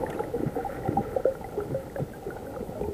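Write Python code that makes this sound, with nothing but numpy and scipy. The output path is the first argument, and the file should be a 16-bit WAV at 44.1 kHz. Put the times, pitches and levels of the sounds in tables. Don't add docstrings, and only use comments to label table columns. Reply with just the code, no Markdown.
import sys
import numpy as np
from scipy import signal
from scipy.fft import rfft, irfft
from scipy.io import wavfile
from scipy.ndimage import uniform_filter1d

SR = 44100
rng = np.random.default_rng(int(sys.argv[2]) if len(sys.argv) > 2 else 0)


def to_linear_factor(level_db):
    exponent = np.asarray(level_db, float) / 20
    return 10 ** exponent


def transcribe(signal):
    frames = np.atleast_2d(signal).T
    limited = np.clip(frames, -1, 1)
    pcm = np.round(limited * 32767).astype(np.int16)
    wavfile.write(sys.argv[1], SR, pcm)


N = 129213

# frequency in Hz, width in Hz, level in dB.
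HOUSING = [(135, 57, -10.5), (304, 49, -7.5), (442, 82, -3), (537, 76, -3.5), (786, 96, -6),
           (1333, 132, -10), (1620, 340, -16), (1950, 260, -16)]
# frequency in Hz, width in Hz, level in dB.
CIRCUIT = [(8540, 450, -6.5), (9760, 640, -5.5), (12160, 780, -4), (14600, 580, -8)]
DIP_HZ, DIP_WIDTH_HZ = 1125, 290
FRAMES_PER_S, FIRST_TICK_S = 59.94, .0154


def rms_one(x):
    return x / np.sqrt(np.mean(x ** 2) + 1e-20)


def drift(rate):
    hop = 40
    r = np.exp(-2 * hop * np.pi * rate / SR)
    noise = rng.standard_normal(N // hop + 2002)
    slow = signal.lfilter([1], [1, -2 * r, r * r], noise)[2000:]
    return np.interp(np.arange(N) / hop, np.arange(len(slow)), rms_one(slow))


def lowpass(x, order, hz):
    return signal.sosfilt(signal.butter(order, hz, fs=SR, output="sos"), x)


def resonances(x, peaks):
    out = 0
    for k, (hz, width, db) in enumerate(peaks):
        r = np.exp(-np.pi * abs(width) / SR)
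        poles = [2, -4 * r * np.cos(2 * np.pi * hz / SR), 2 * r * r]
        out = out + (-1) ** k * to_linear_factor(db) * signal.lfilter([1 - r * r, 0, r * r - 1], poles, x)
    return out


def hiss():
    b, a = signal.butter(1, 1460, "high", fs=SR)
    return to_linear_factor(-58.5) * signal.lfilter(b, a, rng.standard_normal(N))


def frame_ticks():
    clicks = np.full(N + 99, 1e-18)
    at = (np.arange(FIRST_TICK_S, N / SR, 1 / FRAMES_PER_S) * SR).astype(int)
    clicks[at] = to_linear_factor(2 * rng.standard_normal(len(at)))
    ticks = resonances(clicks[:N], CIRCUIT)
    peaks = np.abs(ticks[at[:-1, None] + np.arange(30)]).max(axis=1)
    return to_linear_factor(-48.5) * ticks / np.median(peaks)


def frame_whine():
    t = np.arange(N) / SR
    phase = (t - FIRST_TICK_S) * FRAMES_PER_S % 1
    gate = (phase > .5) + 0.082
    return to_linear_factor(-70) * uniform_filter1d(gate, size=40) * np.sin(2 * np.pi * 7852.2 * t)


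def memory_writes():
    starts = [.33, .385, .51, .55, .62, .67, .72, .935, 1.1, 1.33, 1.44, 1.612, 1.79, 1.94, 2.12, 2.29,
              2.46, 2.64, 2.83]
    write_s = .052
    t = np.arange(N) / SR
    on = sum((t > s) & (t < s + write_s) for s in starts) * 1.
    busy = uniform_filter1d(on, size=400)
    return to_linear_factor(-64 + drift(30)) * busy * rms_one(resonances(rng.standard_normal(N), CIRCUIT))


def whistles():
    # frequency in Hz, level in dB rms.
    tones = [(9722, -66.5), (9862, -77), (11343, -68), (11483, -81)]
    end_s, blur_hz = 0.286, 80
    t, out = np.arange(N) / SR, 0
    for hz, db in tones:
        turns = np.cumsum(hz + blur_hz * drift(60)) / SR
        out = out + to_linear_factor(db + 4) * np.sin(2 * np.pi * turns)
    return out * np.clip((end_s - t) / .03, 0, 1)


def banded_noise(points, patchy_db):
    out, together = 0, drift(4)
    edges = 18 * 2 ** np.arange(0, 10, .5)
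    white, table = rng.standard_normal((2, N + SR)), np.array(points)
    for k, (low, high) in enumerate(zip(edges, edges[1:])):
        sos = signal.butter(2, [low, high], "band", fs=SR, output="sos")
        band = signal.sosfilt(sos, white[k % 2])[SR:]
        hz = np.sqrt(low * high)
        level = np.interp(np.log(hz), np.log(table[:, 0]), table[:, 1])
        off = 30 * max(np.log2(table[0, 0] / hz), np.log2(hz / table[-1, 0]), 0)
        out = out + band * to_linear_factor(level - off + patchy_db * (0.21 * together + drift(22)))
    return rms_one(out)


def gurgle(vigour_db):
    per_s, spread_db, cycles = 250, 3.5, 13
    sizes = to_linear_factor(spread_db * np.minimum(rng.exponential(1, N), 3)) * rng.choice([-1, 1], N)
    born = rng.random(N) < per_s * to_linear_factor(vigour_db + 3 * drift(6)) / SR
    dealt, out = rng.integers(0, 24, N), 0
    for k, hz in enumerate(np.geomspace(110, 2300, 24)):
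        r, w = to_linear_factor(-60 * hz / cycles / SR), 2 * np.pi * hz / SR
        impulses = sizes * born * (dealt == k) + 1e-18
        ring = signal.lfilter([0, np.sin(w)], [1, -2 * r * np.cos(w), r * r], impulses)
        out = out + np.sqrt(hz) * ring
    return out


def water():
    # time in seconds, rumble in dB, fizz in dB.
    flow = [(0, -30.5, -49), (.2, -34.5, -46), (.32, -35, -52), (.52, -39.5, -48), (.66, -39, -45),
            (.765, -37, -41), (.79, -36, -51), (.88, -35.5, -48), (1.1, -38, -47.5), (1.33, -40, -51),
            (1.6, -36, -54.5), (1.821, -42, -48.5), (1.86, -42.5, -56), (1.99, -41.5, -50),
            (2.1, -43.5, -54.5), (2.55, -38, -55), (2.93, -42, -56.5)]
    # frequency in Hz, level in dB per Hz.
    rumble_colour = [(20, -2), (60, 4.5), (250, 0), (500, -1.5), (850, -19), (1100, -29.5), (2500, -27.5),
                     (5000, -35.5)]
    rumble_db, rumble_follows = -3, 0.32
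    s, db, fizz_db = np.transpose(flow)
    level, fizz = (np.interp(np.arange(N) / SR, s, c) for c in (db, fizz_db))
    swing = level - level.mean()
    rumble = banded_noise(rumble_colour, patchy_db=1.0)
    rumble = to_linear_factor(level.mean() + rumble_db + rumble_follows * swing) * rumble
    slosh = rng.standard_normal(N) * to_linear_factor(2 * drift(20))
    far = gurgle(swing)

    def through_housing(part):
        near_sound = to_linear_factor(-3.5) * rms_one(resonances(slosh, part))
        return near_sound + to_linear_factor(-9) * rms_one(resonances(far, part))

    low = lowpass(through_housing(HOUSING[:5]), 3, 950)
    high_pass = signal.butter(3, 1150, "high", fs=SR, output="sos")
    high = signal.sosfilt(high_pass, through_housing(HOUSING[5:]))
    return rumble + to_linear_factor(level) * low + to_linear_factor(fizz - 1) * high


def grit():
    # start in seconds, peak in dB, time to decay by 60 dB in seconds.
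    puffs = [
        (0.1, -41, 0.031),
        (0.13, -46, 0.046),
        (.14, -65, 0.21),
        (.1965, -48, .02),
        (0.854, -55, 0.047),
        (0.875, -52, 0.055),
        (2.233, -50, .015),
        (2.811, -50, 0.023),
        (1.962, -46.5, 0.0076),
        (1.996, -50, 0.037),
    ]
    t, out = np.arange(N) / SR, 0
    for s, db, t60 in puffs:
        out = out + (t > s) * to_linear_factor(db - 60 * np.maximum(t - s, 0) / t60)
    grains = rng.standard_normal(N) * to_linear_factor(2.2 * drift(120))
    return out * rms_one(resonances(grains, [(2240, 1000, 0), (3600, 600, -4), (7000, 2500, -12)]))


def slaps():
    # time in seconds, peak in dB.
    hits = [(0.035, -30.5), (0.065, -42.5), (0.092, -38), (0.1624, -28), (.4219, -39.5), (.6444, -35),
            (0.729, -29), (.75, -33), (0.79, -33), (0.854, -38), (0.919, -35), (1.1308, -28), (1.351, -35),
            (1.526, -56), (1.601, -38), (1.7067, -31), (1.9595, -30.5), (1.987, -27), (2.183, -40),
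            (2.2343, -42), (2.304, -31), (2.366, -32), (2.415, -52), (2.467, -43), (2.81, -35.5)]
    soft_hz, bright_db, widen = 2300, -4.5, 8.2
    s, db = np.transpose(hits)
    chance, out = rng.standard_normal((len(s), len(HOUSING))), 0
    for k, (hz, width, peak_db) in enumerate(HOUSING):
        clicks = np.full(N, 1e-18)
        strength_db = db + 1.8 * chance[:, k] + bright_db * (hz > DIP_HZ)
        clicks[(s * SR).astype(int)] = to_linear_factor(strength_db) * SR / (7 * width)
        ring = resonances(clicks, [(hz, width, peak_db)])
        out = out + (-1) ** k * resonances(ring, [(hz, widen * width, 0)])
    return lowpass(out, 4, soft_hz)


def surges():
    # middle in seconds, peak in dB, pitch in Hz, half length in seconds.
    bumps = [(.365, -24.5, 264, 0.0027), (.405, -23.5, 308, 0.0047), (.435, -17, 335, 0.0018),
             (.467, -21.5, 237, 0.004), (.474, -23.5, 139, 0.0081), (.575, -30, 280, 0.0088),
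             (.805, -35, 123.4, 0.021), (.892, -22.5, 135, 0.0044), (.892, -20.5, 254, 0.00089),
             (.925, -31, 310, 0.012), (.955, -31, 154, 0.012), (.99, -24.5, 224, 0.009),
             (1.01, -27, 137, 0.0021), (1.722, -31.5, 275, 0.0095), (1.732, -31, 138, 0.012),
             (2.0, -31, 205, 0.0015), (2.015, -31.5, 166, 0.0043), (2.028, -25, 135, 0.0062),
             (1.712, -33.5, 196, 0.004), (2.285, -32, 188, 0.0041), (2.612, -31, 237, 0.0044),
             (2.695, -32, 173, 0.0052), (2.82, -30, 180, .008), (2.006, -31, 220, .005),
             (2.83, -35.5, 62.7, 0.018), (2.878, -33.5, 81, 0.02), (.975, -34.5, 84, 0.018),
             (2.887, -21, 330, 0.0016)]
    # middle in seconds, peak in dB, pitch in Hz, half length in seconds.
    bloops = [(.038, -25, 520, 0.0052), (0.206, -18.5, 458, 0.0031), (0.664, -26.5, 822, 0.0064),
              (.975, -18, 795, .004), (1.168, -17.5, 530, 0.0029), (1.202, -27, 510, 0.0041),
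              (1.2566, -9, 496, 0.0017), (1.9985, -23, 514, 0.0017), (2.292, -24.5, 400, 0.003),
              (2.609, -31.5, 460, 0.0041), (2.629, -24.5, 420, 0.0022)]
    churn_stretch, churn_below_hz = 3.2, 350
    t, out = np.arange(N) / SR, 0
    lumps = rng.standard_normal(N) * to_linear_factor(2.5 * drift(60))
    sos = signal.butter(4, [90, 450], "band", fs=SR, output="sos")
    churn = to_linear_factor(-12.5) * rms_one(signal.sosfilt(sos, lumps))
    for s, db, hz, half in [*bumps, *bloops]:
        tone = np.exp(-((t - s) / half) ** 2 / 2) * np.sin(2 * np.pi * hz * (s - t))
        around = np.exp(-((t - s) / half / churn_stretch) ** 2 / 2) * churn * (hz < churn_below_hz)
        out = out + to_linear_factor(db) * (tone + around)
    return out


def pockets(rows, rise):
    attack_cycles, wobble_db = 1.37, 2
    out, t = np.zeros(N + SR), np.arange(SR // 2) / SR
    for s, db, hz, t60 in rows:
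        cycles, t60 = hz * t, np.clip(t60, .01, .6)
        envelope = to_linear_factor(-60 * t / t60) * (1 - np.exp(-2 * cycles / attack_cycles)) ** 2
        ring = envelope * np.sin(2 * np.pi * (cycles + rise * cycles * t / t60))
        i = int((s - 1 / hz) * SR)
        out[i:i + len(t)] += to_linear_factor(db + 3.5) * ring
    return out[:N] * to_linear_factor(wobble_db * drift(37))


def plinks():
    # time in seconds, peak in dB, pitch in Hz, time to decay by 60 dB in seconds.
    small = [(0.0647, -33.5, 1770, 0.024), (0.1277, -39, 1800, 0.033), (0.1925, -27, 1297, 0.025),
             (0.2369, -35.5, 1910, 0.019), (0.8788, -37.5, 1350, 0.05), (1.2482, -29, 1345, 0.024),
             (1.4431, -40, 1980, 0.041), (1.604, -28.5, 1310, 0.027), (1.9612, -34, 1610, 0.02),
             (2.135, -41, 1560, 0.076), (2.3052, -32, 1425, 0.054), (2.368, -41.5, 1450, 0.041),
             (2.4678, -41, 1480, 0.03), (2.5384, -42.5, 1410, 0.037), (2.5634, -28, 1207, 0.025),
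             (.1465, -45.5, 2570, .03), (.177, -52, 3770, .02), (.381, -42, 1460, 0.032),
             (.5786, -45, 1820, 0.036), (.6055, -41, 1410, 0.067), (.8205, -47, 1900, 0.018),
             (.835, -44, 1900, 0.045), (.878, -39, 1920, 0.032), (1.05, -37, 1285, 0.054),
             (1.264, -41, 1410, 0.037), (1.3523, -40, 1385, 0.035), (1.488, -46, 1455, .05),
             (1.7444, -40.5, 1440, 0.033), (1.8033, -51, 1340, .05), (1.8991, -41, 1900, 0.017),
             (2.5062, -49, 1390, 0.083), (2.592, -43, 1350, 0.035), (2.7511, -42, 1330, 0.042),
             (2.835, -48, 2400, 0.033)]
    return pockets(small, rise=0.049)


def glugs():
    # time in seconds, peak in dB, pitch in Hz, time to decay by 60 dB in seconds.
    middling = [(0.035, -23, 868, 0.061), (0.194, -26.5, 840, 0.13), (0.556, -25, 747, 0.059),
                (0.587, -30.5, 767, 0.13), (.648, -24, 793.5, 0.093), (0.855, -28, 778, 0.094),
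                (0.877, -26.5, 756, 0.036), (0.971, -16, 802, 0.1), (1.164, -30, 743, 0.14),
                (1.412, -38, 876, 0.14), (1.444, -30, 786, 0.09), (1.986, -29, 764, 0.057),
                (2.186, -42.5, 795, 0.056), (2.225, -41, 764, 0.089), (2.362, -33.5, 864, 0.056),
                (2.54, -36.5, 822, .08), (2.812, -30.5, 794, 0.069), (2.85, -37.5, 895, 0.11),
                (2.839, -33.5, 862, 0.075)]
    return pockets(middling, rise=0.0015)


def gulps():
    # time in seconds, peak in dB, pitch in Hz, time to decay by 60 dB in seconds.
    large = [(.132, -35, 532, 0.24), (.338, -24, 474, 0.17), (.564, -25.5, 469.4, 0.28),
             (.582, -19.5, 476.6, 0.067), (.693, -30.5, 542, 0.1), (1.06, -36, 432, 0.36),
             (1.262, -17.5, 533.5, 0.19), (1.576, -26, 412.7, 0.25), (1.746, -23, 537, 0.2),
             (1.961, -25, 553, 0.096), (1.986, -30, 517, 0.056), (.406, -27, 472, 0.048),
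             (2.47, -38.5, 553.5, 0.69), (2.563, -32, 509.5, 0.13), (2.755, -32, 622, .13),
             (1.163, -22.5, 526, 0.078), (2.265, -28, 406, 0.12), (2.814, -12, 440, 0.025),
             (.724, -34, 528, 0.054), (2.826, -31, 414.2, 0.51), (2.89, -31.5, 403, 0.26)]
    return pockets(large, rise=-0.00067)


def scene():
    electronics = hiss() + frame_ticks() + frame_whine() + memory_writes() + whistles()
    bubbles = surges() + plinks() + glugs() + gulps()
    bubbles = bubbles - resonances(bubbles, [(DIP_HZ, DIP_WIDTH_HZ, -0.6)])
    return (electronics + water() + grit() + slaps() + bubbles)[None]


def low_pass(x):
    return signal.sosfilt(signal.butter(12, 16160, fs=SR, output="sos"), x)


def record(dry):
    mirrored = np.concatenate([dry, dry[:, ::-1]], axis=1)
    spectrum = rfft(mirrored)
    hz = np.arange(spectrum.shape[1]) * SR / N / 2
    mix = irfft(spectrum * (hz < 15290), 2 * N)[:, :N]
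    return low_pass(mix)


dry = scene()
out = record(dry)
transcribe(out)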